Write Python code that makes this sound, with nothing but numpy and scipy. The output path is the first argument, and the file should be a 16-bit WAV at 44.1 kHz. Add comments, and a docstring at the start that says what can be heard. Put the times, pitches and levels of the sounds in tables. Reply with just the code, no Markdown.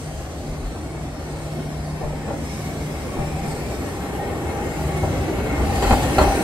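"""A city street at night: a tram rolls up and passes close by.
Its steel wheels roar, sing and whistle on ringing rails and knock over the rail joints, axle by axle.
The car rumbles, hums and thumps, loose parts click, and its power collector hisses along
the overhead wire. House fronts throw the knocks back, and puffs of air bump the microphone."""
import sys
import numpy as np
from scipy import signal
from scipy.io import wavfile
from scipy.ndimage import uniform_filter1d

SR = 44100
rng = np.random.default_rng(int(sys.argv[2]) if len(sys.argv) > 2 else 0)


def master(y):
    """Save y as 16-bit WAV."""
    cut = np.clip(np.atleast_2d(y).T, -1, 1)
    pcm = np.round(cut * 32767)  # scale
    wavfile.write(sys.argv[1], SR, pcm.astype(np.int16))


N = 283563

SPEED_M_PER_S, NEAREST_S, NEAREST_M = 8, 6.37, 4.89  # the tram passes at a steady speed
WHEEL_LEAD_MS = 0.026  # head start of the wheel noise on the left
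# Tone of the track and bogie (the frame that holds the wheels) when struck: pitch_hz, level_db
CLANG_TONE = [(30, 4), (70, 2), (170, -9), (330, 3.5), (650, 7.5), (950, 3.5), (1450, -6), (2000, -1.5),
              (2700, -17), (3400, -24), (4400, -15.5), (5600, -39), (8000, -32), (16000, -66)]
# Pitches at which the struck bogie rings: pitch_hz, width_hz, boost_db
BOGIE_RESONANCES = [(73, 22, 10.5), (250, 27, 9), (398, 120, 4), (596, 180, -2), (823, 29, 8.5),
                    (930, 78, 2.5), (1100, 110, 2), (1349, 97, 8), (2585, 55, 13), (3140, 440, 11.5),
                    (4140, 360, 10)]
# How much louder the left side is than the right: pitch_hz, difference_db
LEFT_BALANCE = [(60, 1.5), (350, -0.3), (700, 2), (1300, 3), (2400, 2.5), (4400, -1.6), (8000, -1.4),
                (15000, 2)]


def gain_of(db):
    """Turns decibels into a factor to multiply a sound by."""
    return 10 ** (np.asarray(db) / 20)


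def unit_level(x):
    """Scales a signal to an average (rms) level of 1."""
    return x / np.sqrt(np.mean(x ** 2) + 1e-20)


def at_pitch(table, hz):
    """Looks up a table by pitch, on a logarithmic scale."""
    pitches, values = np.transpose(table)
    return np.interp(np.log(hz + 1), np.log(pitches + 1), values)


def at_time(table, t):
    """Looks up a table by time, in straight lines between its rows."""
    return np.interp(t, *np.transpose(table))


def add(mix, start_s, sound):
    """Mixes in a stereo sound at its start time."""
    part = mix[:, round(start_s * SR):][:, :sound.shape[1]]
    part += sound[:, :part.shape[1]]


def drift(t, rate_hz):
    """A smooth random wobble of level 1, no faster than rate_hz."""
    rates = rate_hz * 2 ** np.linspace(-np.pi, 0, 32)
    return unit_level(sum(np.sin(2 * np.pi * (rate * t + rng.random())) for rate in rates))


def swell(t, peak_s, spread_s):
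    """A bell curve that rises to 1 and falls again."""
    return np.exp(-.5 * ((t - peak_s) / spread_s) ** 2)


def resonance(hz, centre_hz, width_hz):
    """The shape of one resonance, 1 at its centre."""
    return 1 / (1 + (2 * (hz - centre_hz) / width_hz) ** 2)


def grid(size):
    """Times (a column) and pitches (a row) for overlapping frames of size samples."""
    return np.arange(N * 4 // size + 5)[:, None] * size / 4 / SR, np.fft.rfftfreq(size, 1 / SR)


def patches(shape, frames, bins):
    """Random blotches on a grid, frames long in time and bins wide in pitch."""
    smeared = uniform_filter1d(rng.standard_normal(shape), frames, 0, mode="wrap")
    return unit_level(uniform_filter1d(smeared, bins, 1))


def stereo_noise(tone_db, lead_ms=0):
    """Two-sided noise of level 1, its tone shaped by a grid of decibels."""
    # How alike the two sides are: pitch_hz, likeness (0 to 1)
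    likeness = [(60, .99), (150, .97), (300, .9), (650, .77), (1100, .72), (1800, .35), (3000, .35),
                (6000, .3), (8000, .85), (15000, .85)]
    # How far the left side's wave trails the right's: pitch_hz, lag_radians
    left_lag = [(0, 0), (1200, .4), (2150, 2.7), (4300, 6.6), (7900, 12.6), (15300, 25.1)]
    size = 2 * (tone_db.shape[1] - 1)
    hz = np.fft.rfftfreq(size, 1 / SR)
    shape = (2, *tone_db.shape)
    left, unrelated = rng.standard_normal(shape) + 1j * rng.standard_normal(shape)
    alike = np.clip(at_pitch(likeness, hz), 0, 1)
    lean = gain_of(at_pitch(LEFT_BALANCE, hz) / 2)
    phase = np.interp(hz, *np.transpose(left_lag)) - 2 * np.pi * hz * lead_ms / 1000
    right = (alike * left + np.sqrt(1 - alike ** 2) * unrelated) * np.exp(1j * phase)
    spectra = np.array([left * lean, right / lean]) * gain_of(tone_db)
    _, noise = signal.istft(spectra.swapaxes(1, 2), nperseg=size, noverlap=size * 3 // 4)
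    return unit_level(noise[:, :N])


def distance(t):
    """Metres from the tram to the listener."""
    return np.hypot(NEAREST_M, SPEED_M_PER_S * (t - NEAREST_S))


def doublings(t):
    """How far off the tram is: 0 when nearest, 1 at twice that distance, 2 at four times."""
    return np.log2(distance(t) / NEAREST_M)


def treble_tilt(hz, db_per_octave):
    """Decibels that brighten or dull a tone, mostly above 500 Hz."""
    return db_per_octave * np.log2(1 + hz / 500)


def swelling_peaks(peaks, t, hz, wander=0.011, burst=0.3, rate_hz=22):
    """Boost in dB from wavering peaks in the tone that swell and fade as the tram moves on."""
    total_db = 0
    for pitch_hz, width_hz, boost_db, peak_s, spread_s in peaks:
        centre_hz = pitch_hz * (1 + wander * width_hz / (width_hz + 100) * drift(t, rate_hz))
        strength = swell(t, peak_s, spread_s) * (1 + burst * drift(t, rate_hz))
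        total_db += boost_db * resonance(hz, centre_hz, width_hz) * strength
    return total_db


def wheel_ring(force):
    """A steel wheel rings like a bell when a force shakes it."""
    # The wheel's own notes: pitch_hz, level_db, ring_s (time to fade by 60 dB)
    wheel_notes = [(248, 3, 0.13), (650, 1.5, 0.096), (800, 7.5, 0.2), (1386, -8, 0.32), (1584, -3, 0.22),
                   (1838, 5, 0.12), (2156, 2, 0.1), (2556, 4.5, 0.082), (3130, -14, 0.18), (4090, -2, 0.13),
                   (4350, -11, 0.16), (8000, -13, 0.15)]
    t = np.arange(SR // 2) / SR
    ring = sum(gain_of(db - 60 * t / ring_s) * np.sin(2 * np.pi * hz * t)
               for hz, db, ring_s in wheel_notes)
    return signal.fftconvolve(force, ring[None] / np.linalg.norm(ring), axes=1)[:, :N]


def rolling_wheels(time, roar_db=-22, ring_db=-33.5, patchy_db=2.0, judder_db=.5):
    """Rough steel rolls on steel: the rails roar and the wheels ring, louder and brighter when near."""
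    # Tone of the roar: pitch_hz, level_db
    roar_tone = [(60, -12), (120, 0.5), (200, -2.5), (280, -0.5), (400, -3.5), (520, -5), (620, -5),
                 (800, -9), (950, -13), (1500, -16.5), (2400, -21), (3200, -27), (4400, -31), (6000, -77),
                 (16000, -60)]
    # Resonances all along the rails: pitch_hz, width_hz, boost_db
    rail_resonances = [(342, 730, 0.5), (787, 84, 4), (1823, 48, 6), (2160, 140, 5.5), (2640, 77, 6),
                       (2870, 70, 4.5), (3156, 62, 7.5)]
    # Stretches where a rail sings out: pitch_hz, width_hz, boost_db, peak_s, spread_s
    singing_stretches = [(1095, 47, 3.5, .4, 0.65), (1100, 56, 6, 2.8, 0.41), (1770, 65, 5, 2.26, 0.19),
                         (2290, 240, 5.5, 2.67, 0.5), (2390, 270, 8, 3.44, 0.25), (1865, 72, 5, 4.4, 0.54),
                         (812, 83, 4.5, 4.36, 0.31), (2110, 140, 4.5, 5.24, 0.57),
                         (375, 95, 3.5, 4.67, 0.74), (230, 61, 2.5, 3.07, 0.65), (282, 50, 2.5, 5.44, 0.53),
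                         (1370, 230, 1.5, 0.19, .5)]
    t, hz = grid(size=2048)
    rails_db = sum(db * resonance(hz, pitch, width) for pitch, width, db in rail_resonances)
    rails_db = rails_db + swelling_peaks(singing_stretches, t, hz)
    shape = rails_db.shape
    rails_db *= 1 + 0.4 * patches(shape, frames=8, bins=4)  # the rails sing in bursts
    tone_db = at_pitch(roar_tone, hz) + rails_db + treble_tilt(hz, -0.5 * doublings(t))
    roar = stereo_noise(tone_db + patchy_db * patches(shape, frames=14, bins=3), WHEEL_LEAD_MS)
    judder = gain_of(judder_db * drift(time, 30))  # uneven wheels and rails
    ring = unit_level(wheel_ring(stereo_noise(np.zeros(shape), WHEEL_LEAD_MS)))
    away = doublings(time)
    return judder * (roar * gain_of(roar_db - 3 * away) + ring * gain_of(ring_db - 9 * away))


def car_body(time, near_db=-25.5, street_db=-34.5, hum_hz=152.1, waver_hz=0.74):
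    """The car's panels boom over a rumble that fills the street, and its electrical gear hums."""
    # Tone of the rumble: pitch_hz, level_db
    rumble_tone = [(15, -42), (30, -39), (42, -39), (56, 3.5), (80, 3), (105, -10.5), (140, -5.5),
                   (300, -84), (1000, -85)]
    # Rise and fall of the hum: time_s, level_db
    hum_levels = [(0, -47), (.09, -30.5), (.36, -50), (.48, -31), (.68, -36.5), (.8, -40), (1.03, -32),
                  (1.16, -38), (1.57, -30), (2.2, -29.5), (2.3, -34.5), (2.43, -29), (2.54, -42),
                  (2.66, -29.5), (2.93, -31.5), (3.05, -41), (3.26, -27.5), (3.5, -31.5), (3.95, -55),
                  (4.72, -40), (4.82, -28.5), (5.0, -26), (5.16, -28), (5.3, -46), (6.35, -42)]
    t, hz = grid(size=4096)
    nose_away = doublings(time + 0.39)  # the booming front arrives ahead of the wheels
    boom = np.hypot(gain_of(near_db - 7 * nose_away), gain_of(street_db))
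    rumble = boom * stereo_noise(at_pitch(rumble_tone, hz) + np.zeros_like(t))
    cycles = np.cumsum(hum_hz + waver_hz * drift(time, 5.7)) / SR
    hum_db = at_time(hum_levels, time) - 2.04 - 0.1 * drift(time, 12)
    return rumble + np.sqrt(2) * np.sin(2 * np.pi * cycles) * gain_of(hum_db)


def wheel_song(time, pitch_hz=800, waver_hz=17, flutter_db=3):
    """The wheels' main note sings, rough and wavering."""
    # Rise and fall of the note: time_s, level_db
    song_levels = [(0, -51), (.4, -54), (.9, -65), (2.35, -42), (2.9, -48), (3.7, -44), (4.5, -35),
                   (5.1, -39), (5.45, -54), (5.88, -26), (6.12, -38), (6.3, -17), (6.43, -41)]
    cycles = np.cumsum(pitch_hz + waver_hz * drift(time, 70)) / SR
    level_db = at_time(song_levels, time) - 6.5 + flutter_db * drift(time, 35)
    left_right_db = np.array([[1], [-1]])
    return np.sqrt(2) * np.sin(2 * np.pi * cycles) * gain_of(level_db + left_right_db)


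def wire_hiss(time, streaky_db=3.5, patchy_db=1.24, chatter_db=0.46):
    """The collector rubs the overhead wire: a hiss full of brief, narrow resonances."""
    # Tone of the hiss: pitch_hz, level_db
    hiss_tone = [(500, -20), (2000, -3), (3200, -1), (4500, -.5), (5800, .2), (7200, -1), (8400, .3),
                 (9700, .3), (11500, -4), (13000, -8.5), (15500, -13.5), (17000, -26)]
    # Pitches where the hiss swells, narrow rings and one broad brightening as the tram nears:
    # pitch_hz, width_hz, boost_db, peak_s, spread_s
    hiss_swells = [(6380, 80, 9, .2, 0.74), (8600, 180, 2, 0.66, 0.87), (5260, 300, 4.5, 2.6, 0.59),
                   (8400, 350, 4, 8.5, 0.88), (8240, 260, 12, 3.5, 0.11), (13300, 1600, 6.5, 4.5, 0.88),
                   (5220, 32, 8, 5.2, 0.35), (6130, 150, 6.5, 5.5, 0.68)]
    # Rise and fall of the hiss: time_s, level_db
    hiss_levels = [(0.0, -45.5), (1.13, -49.5), (1.48, -45.5), (2.05, -49.5), (2.36, -47.5), (2.46, -44),
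                   (2.6, -42.5), (2.79, -44.5), (3.38, -45.5), (3.51, -43.5), (4.44, -47.5), (4.87, -44),
                   (5.55, -45.5), (5.93, -36), (6.1, -39.5), (6.22, -36), (6.32, -39), (6.43, -38)]
    t, hz = grid(size=2048)
    air_loss_db = 0.0728 * distance(t) * (hz / 10000) ** 2  # air soaks up treble with every metre
    tone_db = at_pitch(hiss_tone, hz) + swelling_peaks(hiss_swells, t, hz) - air_loss_db
    tone_db += streaky_db * patches(tone_db.shape, frames=16, bins=2)
    tone_db += patchy_db * patches(tone_db.shape, frames=20, bins=30)
    hiss = stereo_noise(tone_db)
    return hiss * gain_of(at_time(hiss_levels, time) + 3 + chatter_db * drift(time, 35))


def air_puffs(time):
    """Moving air bumps the microphone, hardest as the tram's nose goes by."""
    # Each puff: peak_s, level_db, spread_s
    puffs = [(0.154, -28, 0.03), (0.5, -28, 0.025), (0.654, -23.5, 0.035), (5.864, -17, 0.017),
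             (6.29, -24, 0.031)]
    # Deep tone of a puff: pitch_hz, level_db
    puff_tone = [(12, -45), (30, -39), (48, 16), (70, -16), (140, -20), (600, -79)]
    t, hz = grid(size=4096)
    push = sum(gain_of(db) * swell(time, peak_s, spread_s) for peak_s, db, spread_s in puffs)
    return push * stereo_noise(at_pitch(puff_tone, hz) + np.zeros_like(t))


def struck_notes(strikes, rise_cycles):
    """Each strike sounds one note that swells within a cycle or two and dies away."""
    out, t = np.zeros((2, N)), np.arange(SR // 2) / SR
    for start_s, hz, db, decay_s in strikes:
        level = gain_of(db) * (1 - np.exp(-t * hz / rise_cycles)) * np.exp(-t / decay_s)
        note = np.sqrt(2) * level * np.sin(2 * np.pi * hz * t)
        lean = gain_of(at_pitch(LEFT_BALANCE, hz) / 2)
        add(out, start_s, np.array([note * lean, note / lean]))
    return out


def thuds(echo_db=-12):
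    """The track bed answers the wheels with hollow notes, and the car thumps on its springs."""
    # Notes of the track bed: start_s, pitch_hz, level_db, decay_s
    hollow_notes = [(.331, 607, -30, .007), (2.034, 604, -24.5, 0.014), (2.302, 566, -28.5, 0.048),
                    (5.034, 613, -23, 0.015), (5.912, 500, -28, 0.019), (5.925, 850, -23, 0.042),
                    (6.186, 383, -23, 0.039), (6.21, 588, -21, .04)]
    # Thumps of the car: start_s, pitch_hz, level_db, decay_s
    car_thumps = [(2.64, 76, -29, .04), (2.8, 72, -23, 0.026), (4.455, 80.4, -21.5, 0.031),
                  (4.83, 74, -24, .07), (5.018, 103.4, -19, .035), (5.06, 82.2, -18.5, 0.047),
                  (5.185, 84.6, -22, 0.055), (5.595, 66, -21, 0.026), (5.918, 60, -10.5, .03)]
    direct = struck_notes(car_thumps, rise_cycles=0.45) + struck_notes(hollow_notes, rise_cycles=1.0)
    return direct + gain_of(echo_db) * street_echo(direct).mean(0)


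def street_echo(sound, echoes_per_s=2000):
    """The house fronts scatter a sound back; the middle pitches die first."""
    # Time the echo takes to fade by 60 dB: pitch_hz, fade_s
    fade_times = [(100, 1), (1000, 0.31), (4000, 0.77), (12000, 0.77)]
    echoes = rng.standard_normal((2, SR)) * (rng.random((2, SR)) < echoes_per_s / SR)
    echoes[:, :SR // 70] = 0  # silence until the first echo returns
    hz, t, spectra = signal.stft(echoes + .5 * echoes[::-1], SR, nperseg=256)
    fade = gain_of(-60 * t / at_pitch(fade_times, hz)[:, None])
    _, tail = signal.istft(spectra * fade, SR, nperseg=256)
    return signal.fftconvolve(sound, tail / np.linalg.norm(tail[0]), axes=1)[:, :N]


def loose_parts(time, rise_s=0.00055):
    """Loose steel parts click as the car shakes past."""
    # Each click: start_s, level_db, decay_s
    clicks = [(.332, -44, .003), (5.757, -29.5, 0.0071), (5.824, -28, 0.013), (5.839, -34, .009),
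              (5.923, -30, .005), (6.028, -32, .016), (6.058, -33, .005), (6.131, -34, .005),
              (6.184, -29, .007), (6.214, -29, .008), (6.224, -30, 0.0097)]
    # Bright tone of a click: pitch_hz, level_db
    click_tone = [(1000, -33), (3200, 7), (4300, 1), (5600, -6), (7700, 8), (9000, -15), (12000, -5),
                  (16000, -24)]
    t, hz = grid(size=512)
    level = np.zeros(N)
    for start_s, db, decay_s in clicks:
        age = np.maximum(time - start_s, 0)
        level += gain_of(db) * (1 - np.exp(-age / rise_s)) * np.exp(-age / decay_s)
    return level * stereo_noise(at_pitch(click_tone, hz) + np.zeros_like(t), WHEEL_LEAD_MS)


def wheel_whistles(time, waver_hz=14, flutter_db=1.5):
    """A wheel's guiding lip brushes the rail and whistles; echoes make each side waver its own way."""
    # Each whistle: peak_s, spread_s, pitch_hz, level_db
    whistles = [(.85, 0.22, 4360, -57), (1.25, .14, 4350, -58), (1.65, .2, 4480, -59),
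                (1.53, .1, 5345, -57), (2.42, 0.2, 5360, -59), (.92, 0.13, 2204, -58),
                (1.5, 0.17, 2184, -54), (2.69, .04, 2210, -44), (4.25, 0.056, 1865, -42),
                (4.5, 0.021, 2156, -43), (4.99, 0.026, 2184, -39), (5.14, 0.045, 2154, -49),
                (5.45, 0.071, 2200, -45), (5.92, 0.11, 3160, -43)]
    out, t = np.zeros((2, N)), time[::SR // 500]
    for peak_s, spread_s, hz, db in whistles:
        for side in out:
            cycles = np.cumsum(np.interp(time, t, hz + waver_hz * drift(t, 60))) / SR
            level = gain_of(db + flutter_db * drift(t, 30)) * swell(t, peak_s, spread_s)
            side += np.sqrt(2) * np.interp(time, t, level) * np.sin(2 * np.pi * cycles)
    return out


def knock_list():
    """Lists the single jolts, then each axle's drop into a rail joint and its duller landing."""
    # Jolts of the running gear: start_s, level_db, treble_db_per_octave, rattle_length_factor
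    jolts = [(4.491, -28, 6, 0.72), (5.033, -21, -4, 0.47), (5.603, -24, -8, 1.1), (5.823, -18.5, 1.5, 2.1),
             (5.874, -24, 4, 0.6)]
    # Axles crossing a joint:
    # start_s, level_db, treble_db_per_octave, rattle_length_factor, landing_delay_s, landing_db
    crossings = [(2.008, -23, 0.5, .5, .02, -22.5), (2.278, -26, 5, 0.7, 0.027, -27),
                 (3.166, -24.5, -1, 0.74, 0.02, -22), (3.441, -24, -4, 0.72, 0.028, -28),
                 (5.907, -11, 0, 0.5, .019, -13.5), (6.182, -10.5, -1, 1.6, 0.031, -13.5)]
    knocks = list(jolts)
    for start_s, db, treble, length, delay_s, landing_db in crossings:
        knocks += [(start_s, db, treble, length), (start_s + delay_s, landing_db, treble - 2.5, length)]
    return knocks


def bogie_ring(t, treble):
    """One hard blow sets all the bogie's resonances going at once."""
    hz, width_hz, boost_db = np.transpose(BOGIE_RESONANCES)[:, :, None]
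    level = gain_of(at_pitch(CLANG_TONE, hz) + boost_db + treble_tilt(hz, treble)) * np.sqrt(width_hz)
    waves = np.sin(2 * np.pi * (hz * t + rng.random(hz.shape)))
    return (level * np.exp(-np.pi * width_hz * t) * waves).sum(0)


def track_bed(sound, hollow_hz=560, width_hz=55, hollow_db=8):
    """The track bed carries a knock up the street and adds a hollow note."""
    hollow = signal.lfilter(*signal.iirpeak(hollow_hz, hollow_hz / width_hz, SR), sound)
    return sound + gain_of(hollow_db) * hollow


def wheel_knocks(wheel_db=-6, rattle_db=-4, near_rise_s=0.00084, linger=0.48):
    """Each knock strikes the bogie, rattles the track, rings the wheel and echoes down the street."""
    # Basic time for the rattle to fade by 60 dB: pitch_hz, fade_s
    fade_times = [(60, 0.17), (300, 0.086), (800, 0.23), (2000, 0.13), (8000, 0.15)]
    direct, far = np.zeros((2, 2, N))
    t, hz = grid(size=512)
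    t = t[t[:, 0] < .5]  # half a second for each knock
    attack = SR // 50  # samples in the first 20 ms
    boost_db = sum(db * resonance(hz, pitch, width) for pitch, width, db in BOGIE_RESONANCES)
    fade_s = at_pitch(fade_times, hz) * gain_of(linger * boost_db)  # resonances last longer
    for start_s, db, near_treble, length in knock_list():
        away = doublings(start_s)  # far knocks are duller, start more softly and echo more
        treble = near_treble - 3 * away
        rise_s = near_rise_s * 1.38 ** away
        echo_share = gain_of(-10 + 3.5 * away)
        tone_db = at_pitch(CLANG_TONE, hz) + boost_db + treble_tilt(hz, treble)
        rattle = stereo_noise(tone_db - 60 * t / (length * fade_s), WHEEL_LEAD_MS)
        rattle *= gain_of(rattle_db) / rattle[:, :attack].std()
        age = np.arange(rattle.shape[1]) / SR
        blow = bogie_ring(age, treble)
        blow *= (1 - echo_share) / blow[:attack].std()
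        clang = (rattle + blow) * gain_of(db) * (1 - np.exp(-age / rise_s))
        add(direct, start_s, clang)
        add(far, start_s, clang * echo_share)
    ring = wheel_ring(direct)
    ring *= gain_of(wheel_db) * direct.std() / ring.std()
    return direct + ring + street_echo(track_bed(far))


def rim_pings(echo_db=-8):
    """The hardest knocks leave a short, bright ring in the wheel's steel rim."""
    # Each ping: start_s, level_db
    pings = [(5.84, -36), (5.909, -35), (6.184, -30), (6.214, -37)]
    # The rim's own notes: pitch_hz, level_db, ring_s (time to fade by 60 dB)
    rim_notes = [(1377, 3, 0.12), (1480, -1, .08), (2630, -5, .11), (3070, -6, .2), (4110, -10, .1),
                 (4280, -2, .11)]
    out, t = np.zeros((2, N)), np.arange(SR // 2) / SR
    for start_s, ping_db in pings:
        for hz, note_db, ring_s in rim_notes:
            wave = np.sin(2 * np.pi * (hz * t + rng.random((2, 1))))
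            add(out, start_s, np.sqrt(2) * gain_of(ping_db + note_db - 60 * t / ring_s) * wave)
    return out + gain_of(echo_db) * street_echo(out)


def scene():
    """All the sounds together, as heard from the kerb."""
    time = np.arange(N) / SR
    running = rolling_wheels(time) + car_body(time) + wheel_song(time)
    running += wheel_whistles(time) + wire_hiss(time)
    return running + wheel_knocks() + thuds() + rim_pings() + loose_parts(time) + air_puffs(time)


def record(dry, ceiling=.9, cutoff_hz=15800):
    """Rounds off the highest peaks and cuts the very top of the treble."""
    rounded = dry / (1 + (dry / ceiling) ** 6) ** (1 / 6)
    low_pass = signal.firwin(511, cutoff_hz, window=("kaiser", 9), fs=SR)
    return signal.oaconvolve(rounded, low_pass[None], "same")


dry = scene()
out = record(dry)
master(out)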